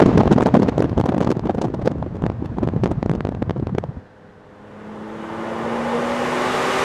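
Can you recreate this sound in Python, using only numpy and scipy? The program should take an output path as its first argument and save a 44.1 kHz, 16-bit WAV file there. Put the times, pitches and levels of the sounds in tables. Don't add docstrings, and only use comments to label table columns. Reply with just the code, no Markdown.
import sys
import numpy as np
from scipy import signal
from scipy.fft import rfft, irfft, next_fast_len
from scipy.io import wavfile
from scipy.ndimage import uniform_filter1d

SR = 44100
rng = np.random.default_rng(int(sys.argv[2]) if len(sys.argv) > 2 else 0)


def transcribe(u):
    v = np.clip(np.atleast_2d(u).T, -1, 1)
    q = np.round(v * 32767).astype(np.int16)
    wavfile.write(sys.argv[1], SR, q)


N = 301644
TIME = np.arange(N) / SR


def amp(db):
    return 10 ** (np.asarray(db) / 20)


def unit(x):
    return x / np.sqrt(np.mean(x ** 2) + 1e-20)


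def follow(rows):
    seconds, *columns = np.transpose(rows)
    return [np.interp(TIME, seconds, column) for column in columns]


def lift(hz, peaks):
    return sum(db / (1 + (2 * (hz - centre) / width) ** 2) for centre, width, db in peaks)


def colour(x, spectrum, peaks=()):
    size = next_fast_len(len(x))
    hz = np.fft.rfftfreq(size, 1 / SR)
    corner_hz, corner_db = np.transpose(spectrum)
    octaves = np.log2(hz + 1)
    corners = np.log2(corner_hz)
    outside = abs(octaves - np.clip(octaves, corners[0], corners[-1]))
    level = np.interp(octaves, corners, corner_db) - 20 * outside + lift(hz, peaks)
    filtered = irfft(rfft(x, size) * amp(level), size)
    return unit(filtered[:len(x)])


def noise():
    return rng.standard_normal(N)


def wander(rate_hz):
    hz = np.fft.rfftfreq(N, 1 / SR)
    return unit(irfft(rfft(noise()) * np.exp(-(hz / rate_hz) ** 2), N))


def scatter(shape):
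    return rng.uniform(-1, 1, shape)


def swell(t, rise_s, fall_s):
    return np.exp(-.5 * (t / np.where(t < 0, rise_s, fall_s)) ** 2)


def add(mix, s, sound):
    start = round(s * SR) - len(sound) // 2
    sound = sound[max(-start, 0):]
    part = mix[max(start, 0):][:len(sound)]
    part += sound[:len(part)]


# time in seconds, strength in dB.
AIRFLOW = [(0, -14.5), (.36, -21), (.85, -26), (1.35, -31), (2.1, -32.5), (2.95, -30.5), (3.4, -37),
           (3.9, -36)]
STREAM_DB = -30
# time in seconds, gain in dB before each layer's own factor.
SHELTER = [(0, -3.5), (3.85, -2), (3.98, -5.5), (4.03, -19), (4.2, -32), (4.5, -62)]
# time in seconds, relative level in dB.
GUSTS = [(0.0, -26), (0.13, -24), (0.15, -16.5), (0.49, -29), (0.99, -23.5), (1.14, -31), (1.81, -27.5),
         (1.89, -39), (2.02, -23), (2.06, -29), (2.4, -28), (2.44, -30.5), (2.87, -25.5), (3.0, -30.5),
         (3.58, -29), (3.9, -33), (3.93, -42), (3.975, -24)]
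# frequency in Hz, relative density in dB per Hz.
RUMBLE = [(15, -36), (30, -21), (60, -3.5), (100, 1.5), (150, -3.5), (220, -14.5), (320, -29), (600, -42)]
FLUTTER = [(100, -2), (220, 7.5), (400, -4), (700, -8.5), (1100, -13), (1800, -30), (2600, -36.5),
           (5000, -56.5)]
HISS = [(900, -1), (1800, 11.5), (2700, 5), (4000, -0.5), (7000, -10), (10000, -25.5), (14000, -34)]


def wind(rumble_db=4.5, flutter_db=-28.5, hiss_db=-58.5, lumps_db=2, flutter_depth_db=3.5, eddy_hz=45,
         hiss_growth=1.29, rumble_shelter=1.95, hiss_shelter=0.34, tearing=0.15):
    stream = follow(AIRFLOW)[0] - STREAM_DB
    shelter = follow(SHELTER)[0]
    eddies = wander(eddy_hz)

    low = colour(noise(), RUMBLE)
    low /= np.sqrt(uniform_filter1d(low ** 2, size=3500) + 1e-6)
    lumpy = unit(low * amp(lumps_db * eddies))
    rumble = amp(rumble_db + follow(GUSTS)[0] + rumble_shelter * shelter) * lumpy

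    fluttering = noise() * amp(flutter_depth_db * eddies)
    flutter = amp(flutter_db + stream + shelter) * colour(fluttering, FLUTTER)

    tear = tearing * np.maximum(stream, 0) * eddies
    hiss_level = hiss_db + hiss_growth * stream + tear + hiss_shelter * shelter
    return rumble + flutter + amp(hiss_level) * colour(noise(), HISS)


# frequency in Hz, relative density in dB per Hz.
TYRES = [(25, 4), (110, -12.5), (300, -24), (430, 0), (700, 1), (950, -2), (1200, -10), (1550, -2.5),
         (1950, -9.5), (2200, -16), (4000, -23.5), (8000, -36)]


def road(tyres_db=-52):
    return amp(tyres_db) * colour(noise(), TYRES)


OUTSIDE_S = 3.85


def shedding(count):
    return (np.arange(count) + rng.random(count)) * OUTSIDE_S / count


def small_eddies(thump_db=-27, slap_db=-31, crackle_db=-50, growth=0.96, spread_db=3,
                 length_s=0.0052, spread_octaves=0.3, count=40):
    times = shedding(count)
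    size, stretch = scatter((count, 2)).T
    stream = np.interp(times, *np.transpose(AIRFLOW)) - STREAM_DB
    force = growth * stream + spread_db * size
    lengths = length_s * 2 ** (spread_octaves * stretch)
    return list(zip(times, lengths, thump_db + force, slap_db + force, crackle_db + force))


# centre in seconds, length scale in seconds,
# then thump, slap and crackle in dB.
BUFFETS = [(0.0026, 0.0058, -17, -5, -24), (0.0235, 0.0077, -4.5, -6, -25),
           (0.0625, 0.0037, 0.5, -7.5, -21), (0.0809, 0.0045, -13, -31, -47),
           (0.0933, 0.0032, -7, -14, -46), (0.1164, 0.012, -23, -27, -56), (0.1568, 0.0059, -9, -27, -52),
           (0.1795, 0.0071, -10, -11.5, -25), (0.206, 0.014, -10.5, -13, -34),
           (0.2354, 0.0057, -20, -17, -36), (0.277, 0.0039, -15, -13.5, -32),
           (0.3142, 0.013, -10, -24, -40), (0.3271, 0.016, -12.5, -17, -25),
           (0.3845, 0.0086, -13.5, -13, -32), (0.4084, 0.0047, -19, -15, -30),
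           (0.4274, 0.009, -10, -15, -26.5), (0.461, 0.0071, -11, -12.5, -26),
           (0.4691, 0.0042, -17.5, -13, -29), (0.4892, 0.0056, -22, -19, -44),
           (0.5436, 0.004, -2.5, -10.5, -20), (0.5534, 0.0095, -13, -10.5, -33),
           (0.5687, 0.0095, -7, -16, -28.5), (0.5974, 0.0096, -11, -30, -37),
           (0.6224, 0.0071, -13, -24, -33), (0.6311, 0.0089, -14, -22, -31.5),
           (0.6485, 0.012, -18, -30.5, -50), (0.6885, 0.0096, -12.5, -16.5, -27),
           (0.7816, 0.0043, -13, -11.5, -31), (0.7955, 0.0029, -16, -27, -35), (0.806, 0.004, -8, -27, -33),
           (0.8251, 0.0064, -15.5, -17.5, -30), (0.852, 0.015, -17.5, -30, -41),
           (0.896, 0.0056, -20, -36, -40), (0.9301, 0.0056, -22, -26.5, -56),
           (0.9793, 0.0047, -17, -15.5, -34.5), (1.001, 0.0088, -15, -19.5, -35),
           (1.0127, 0.0022, -11, -17, -28), (1.0395, 0.0031, -15, -21, -42),
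           (1.0632, 0.0093, -19.5, -18.5, -32.5), (1.0768, 0.0026, -30.5, -26, -46),
           (1.0934, 0.012, -14, -23, -36), (1.1224, 0.01, -25, -19.5, -49), (1.1458, 0.0075, -16, -19, -37),
           (1.1685, 0.006, -15, -24, -46), (1.1813, 0.004, -11.5, -21, -32),
           (1.2066, 0.0024, -24, -16, -28), (1.2123, 0.005, -15, -18, -34),
           (1.2279, 0.011, -22, -21.5, -37), (1.2472, 0.0052, -16.5, -25, -33.5),
           (1.2717, 0.014, -22, -25, -40), (1.2928, 0.0037, -13.5, -23, -43),
           (1.3067, 0.0074, -12, -26, -31), (1.3166, 0.0022, -20, -20, -24), (1.3234, 0.004, -14, -19, -36),
           (1.3706, 0.0094, -20.5, -31, -45), (1.395, 0.0025, -20, -22.5, -36.5),
           (1.4563, 0.011, -18, -28, -41.5), (1.4712, 0.0085, -20.5, -28, -43),
           (1.4975, 0.0082, -16, -15.5, -38.5), (1.5085, 0.0065, -20, -31, -40),
           (1.5481, 0.0082, -19.5, -24, -45), (1.5843, 0.012, -18, -25, -39.5),
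           (1.6196, 0.0087, -24, -19.5, -32.5), (1.6445, 0.018, -17, -23, -41),
           (1.6835, 0.0056, -21.5, -33, -46.5), (1.7024, 0.0024, -18.5, -35, -48),
           (1.7455, 0.011, -18.5, -26, -43.5), (1.7967, 0.0095, -21, -33, -57.5),
           (1.8241, 0.008, -30, -27.5, -43), (1.859, 0.0094, -18, -23, -38),
           (1.8759, 0.0055, -12.5, -12, -28), (1.915, 0.012, -21, -28.5, -45),
           (1.9549, 0.0058, -22, -35, -59), (2.0275, 0.0019, -17, -18, -47),
           (2.0645, 0.011, -23.5, -34, -57), (2.1558, 0.0099, -25.5, -41, -47),
           (2.2226, 0.0032, -19.5, -26, -40), (2.4253, 0.0038, -15.5, -33, -55),
           (2.4585, 0.0096, -31, -39, -43), (2.5853, 0.0077, -17, -25.5, -42.5),
           (2.6349, 0.011, -17, -25, -39), (2.7374, 0.0026, -14, -36, -48),
           (2.8368, 0.0023, -8.5, -17.5, -24.5), (2.8423, 0.0069, -14, -31, -32.5),
           (2.9163, 0.011, -18, -24, -38), (3.1535, 0.0085, -19.5, -29, -41.5),
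           (3.3233, 0.0031, -22, -27, -49), (3.5681, 0.01, -23.5, -29.5, -60),
           (3.599, 0.0059, -20, -32, -48), (3.6265, 0.008, -19, -37, -62), (3.695, 0.0068, -30, -31, -61),
           (3.7852, 0.0042, -27, -24.5, -27.5), (3.8396, 0.0024, -33, -18, -37.5)]
# frequency in Hz, relative density in dB per Hz.
THUMP = [(70, -19), (130, -0.5), (190, 1), (280, 1.5), (370, -1), (470, -9), (600, -15.5), (1000, -44.5)]
SLAP = [(280, -2), (450, 6.5), (600, 1), (900, -8), (1400, -25), (2200, -43), (3500, -48.5), (6000, -73)]
CRACKLE = [(900, 8.5), (1700, 5.5), (2600, -2.5), (4000, -7.5), (6500, -12), (9500, -23.5), (14000, -35.5)]


def buffets(kinks_per_s=900, fizz=0.056, rise=0.49, fall=0.48, thump_spread=0.58, sharpness=1.02):
    out, t = np.zeros(N), np.arange(-2048, 2048) / SR
    for s, length, thump_db, slap_db, crackle_db in list(BUFFETS) + small_eddies():
        chance = rng.random(len(t))
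        height, spray = rng.standard_normal((2, len(t)))
        kinks = height * (chance < kinks_per_s / SR)
        kinks[len(t) // 2] = 1.75 * np.sign(height[0])
        snaps = np.sign(kinks) * abs(kinks) ** sharpness
        core = swell(t, rise * length, fall * length)
        skirt = swell(t, thump_spread * length, thump_spread * length)
        wake = .09 * swell(t, .004, .012)
        tint = [(hz, hz / 2, 3 * rng.standard_normal()) for hz in np.geomspace(2000, 11000, 5)]
        ring = (rng.uniform(400, 1200), 220, 4)

        push = amp(thump_db) * colour(kinks * skirt, THUMP)
        slope = np.gradient(kinks * core)
        push += amp(slap_db) * colour(slope, SLAP, [ring])
        push += amp(crackle_db) * colour((snaps + fizz * spray) * (core + wake), CRACKLE, tint)
        add(out, s, push * np.sqrt(length * SR / len(t)))
    return out


# peak time in seconds, rise in seconds, level in dB.
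POPS = [(0.037, 0.00037, 2), (0.129, 0.00067, -8), (0.2572, 0.00018, 2), (0.363, 0.00085, 0),
        (0.4756, 0.00034, -3), (0.565, 0.00056, -15), (0.599, 0.00042, -6), (0.6943, 0.0005, -5),
        (0.8437, 0.00026, -1), (0.9856, 0.0004, 0.5), (1.091, 0.00016, -2.5), (1.2144, 0.00012, -2),
        (1.2742, 0.00011, 1), (1.4955, 0.0001, -11), (2.2395, 0.00023, -2.5), (2.2649, 0.00015, -2),
        (2.3003, 0.00021, -5), (2.675, 0.00033, -6.0), (2.6881, 0.00019, -6), (2.7636, 0.0019, -10.5),
        (2.859, 0.00013, 0), (2.8668, 0.00028, -9), (2.8757, 0.00026, -9), (3.0287, 0.00013, -2),
        (3.0613, 0.00033, -1), (3.0961, 0.00016, 0), (3.1149, 0.0003, -2.5), (3.1368, 0.00028, -8),
        (3.2072, 0.000095, -7), (3.2513, 0.0002, -5.5), (3.2711, 0.00016, -7.5), (3.2906, 0.00039, -6),
        (3.3495, 0.00024, -9), (3.4223, 0.00046, -5.5), (3.426, 0.00028, -5), (3.4964, 0.00016, -5.5),
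        (3.5086, 0.00014, -4), (3.6707, 0.00015, -7.5), (3.7502, 0.00032, -8), (3.7841, 0.000069, -5)]


def pops(fall_s=0.00055, lead=0.15, lead_s=0.00076, rebound_s=0.0012, suction_s=0.0036,
         fizz_db=-43, fizz_s=0.0014, round_hz=7000, tint_db=3):
    out, t = np.zeros(N), np.arange(-512, 512) / SR
    hz = np.fft.rfftfreq(len(t), 1 / SR)
    for s, rise_s, db in POPS:
        cusp = np.exp(-np.where(t < 0, abs(t / rise_s), abs(t / fall_s) ** 1.37))
        push = 0.78 * cusp + lead * swell(t, lead_s, fall_s / 2)
        lag = 1 + 0.11 * scatter(2)
        rebound = swell(t - rebound_s * lag[0], 0.00062, 0.0011)
        suction = .5 * swell(t + suction_s * lag[1], 0.00046, 0.00069)
        dip = rebound + suction
        pressure = push - dip * push.sum() / dip.sum()

        fizz = colour(rng.standard_normal(len(t)) * swell(t, fizz_s / 2, fizz_s), CRACKLE)
        tint = [(centre, centre / 2, tint_db * scatter(1)[0]) for centre in np.geomspace(400, 9000, 7)]
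        shade = amp(lift(hz, tint)) / (1 + (hz / round_hz) ** 4)
        pop = irfft(rfft(pressure) * shade)
        add(out, s, amp(db) * (pop + amp(fizz_db) * fizz))
    return out


# centre in seconds, relative level in dB.
SHOVES = [(.382, -15), (.803, -9), (1.01, -11), (2.242, -12), (2.672, -14), (2.765, -12), (2.829, -13),
          (2.98, -12.5), (3.11, -11.5), (3.593, -15.5), (3.728, -12), (3.893, -17.5), (3.972, -27)]
# frequency in Hz, relative density in dB per Hz.
SHOVE = [(20, -20), (40, -29), (70, -18), (110, -2.5), (150, 1), (210, -11), (350, -64.5)]


def shoves(length_s=0.016, rise_s=0.0022, fall_s=0.003, shove_db=-7.0, chance_db=-21, spread_db=3, count=30):
    out, t = np.zeros(N), np.arange(-4096, 4096) / SR
    by_chance = zip(shedding(count), chance_db + spread_db * scatter(count))
    for s, db in list(SHOVES) + list(by_chance):
        blow = colour(rng.standard_normal(len(t)) * swell(t, rise_s, fall_s), SHOVE)
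        add(out, s, amp(db + shove_db) * blow * np.sqrt(length_s * SR / len(t)))
    return out


# centre in seconds, pitch in Hz, bell width to either side in seconds, peak in dB.
WHIRLS = [(0.55, 240, 0.0054, -9), (1.876, 515, 0.0039, -13.5), (3.7842, 415, 0.0025, -10.5)]


def whirls():
    out, t = np.zeros(N), np.arange(-2048, 2048) / SR
    for s, hz, width_s, db in WHIRLS:
        turns = np.sin(2 * np.pi * (hz * t + rng.random()))
        add(out, s, amp(db) * swell(t, width_s, width_s) * turns)
    return out


# time in seconds, four-stroke cycles a second.
SPEED = [(3.9, 33.7), (4.55, 34.12), (5, 35.65), (5.5, 37.65), (6, 39.75), (6.4, 41.32), (6.84, 43.15)]
# centre in Hz, half width in Hz, level in dB against the load,
# cycle rate it favours in Hz, gain there in dB.
HOWLS = [(392, 55, -18.5, 35.8, 12.5), (477, 37, -17.5, 39.5, 10.5), (588, 70, -15.5, 39.7, 10),
         (831, 110, -15.5, 39, 4.5), (1200, 450, -11.5, 59, 16)]


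def howl(span_hz=0.87):
    speed, sound = follow(SPEED)[0], np.zeros(N)
    for hz, half, db, best_speed, gain_db in HOWLS:
        band = [(hz - half, -20), (hz, 0), (hz + half, -20)]
        level = db + lift(speed, [(best_speed, span_hz, gain_db)])
        sound += amp(level) * colour(noise(), band)
    return sound


def reflect(x):
    echoes = []
    for delay_s in (.0091, .0137, .0193):
        drift_s = 2e-4 * wander(.8)
        echoes.append(.22 * np.interp(TIME - delay_s - drift_s, TIME, x))
    return unit(x + sum(echoes))


# time in seconds, load in dB.
LOAD = [(4.15, -55), (4.5, -49.5), (4.8, -41), (5.5, -27.5), (5.8, -25), (6.5, -22)]
IDLE_DB, FULL_DB = -54.5, -13
# multiple of the cycle rate, relative dB at light load, relative dB at full load.
ORDERS = [(3, -2.5, -31.5), (6, -10, -17), (9, -12, -2), (12, -2.5, -19.5), (13, -10, -22),
          (14, -7.5, -15.5), (15, -0.5, -27), (18, -7, -28)]
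# frequency in Hz, width in Hz, gain in dB.
STANDING = [(210.5, 12, 17.5), (208.6, 5, -10), (237.2, 30, 12.5), (329, 23, 4), (356.5, 20, -11.5),
            (564, 9.6, 7), (770, 47, 10)]
# frequency in Hz, width in Hz, gain in dB.
CABIN = [(824, 40, 3), (1215, 70, 3), (1640, 70, -3), (985, 25, -6), (1055, 25, 5), (1390, 50, -5),
         (1467, 14, 5), (1812, 20, 6), (2075, 60, 3), (2525, 50, -6), (2902, 30, 6), (2998, 30, 5),
         (3845, 70, 3)]
# frequency in Hz, relative density in dB per Hz.
BOOM = [(15, -13), (45, -9.5), (75, -1.5), (115, 0.5), (170, 6.5), (230, 2.5), (330, -1.5), (600, -40)]
ROAR = [(150, -20.5), (300, -6), (410, -1.5), (510, 1), (690, -5), (850, -2), (1000, -2), (1250, -17),
        (1400, -9.5), (1900, -14), (2500, -31), (3550, -26.5), (3900, -36.5)]
RASP = [(600, -32), (1100, 14), (1500, 10), (2100, 7.5), (2550, 6.5), (3550, -5.5), (4200, -18)]
RUSH = [(2200, -7), (3400, 3), (3950, 0), (5200, -2), (7000, -4), (9000, -9), (11500, -16), (14000, -23.5)]


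def engine(lines_db=-1.5, roar_db=-2.5, rasp_db=-12.5, rush_db=-24.0, boom_db=-31.0, throb=0.059,
           boom_growth=0.49, rasp_from_hz=38.02, rasp_db_per_hz=2.0, rush_db_per_hz=2.5):
    load, speed = follow(LOAD)[0], follow(SPEED)[0]
    throttle = (load - IDLE_DB) / (FULL_DB - IDLE_DB)
    cycles = np.cumsum(speed * (1 + .0003 * wander(6))) / SR
    sound = np.zeros(N)
    for multiple, light_db, full_db in ORDERS:
        order = round(multiple)
        balance = light_db + (full_db - light_db) * throttle
        level = load + lines_db + balance + lift(order * speed, STANDING) + .35 * wander(4)
        sound += amp(level) * np.sqrt(2) * np.sin(2 * np.pi * (order * cycles + rng.random()))

    sound += amp(boom_db + boom_growth * (load - FULL_DB)) * colour(noise(), BOOM)
    sound += amp(load) * howl()

    pulsing = 1 + throb * np.cos(2 * np.pi * 6 * cycles)
    strain = np.maximum(speed - rasp_from_hz, 0)
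    roar_level = load + roar_db
    rasp_level = load + rasp_db + rasp_db_per_hz * strain
    rush_level = load + rush_db + rush_db_per_hz * strain
    for level, spectrum in ((roar_level, ROAR), (rasp_level, RASP), (rush_level, RUSH)):
        sound += amp(level) * reflect(colour(noise() * pulsing, spectrum, CABIN))
    return sound


def scene():
    outside = wind() + buffets() + pops() + shoves() + whirls()
    return (outside + road() + engine())[None]


def record(dry, ceiling=0.72, edge_hz=13900):
    clipped = dry / (1 + (dry / ceiling) ** 8) ** (1 / 8)
    lowpass = signal.firwin(401, edge_hz, window=("kaiser", 8), fs=SR)
    return signal.oaconvolve(clipped, lowpass[None], "same")


dry = scene()
out = record(dry)
transcribe(out)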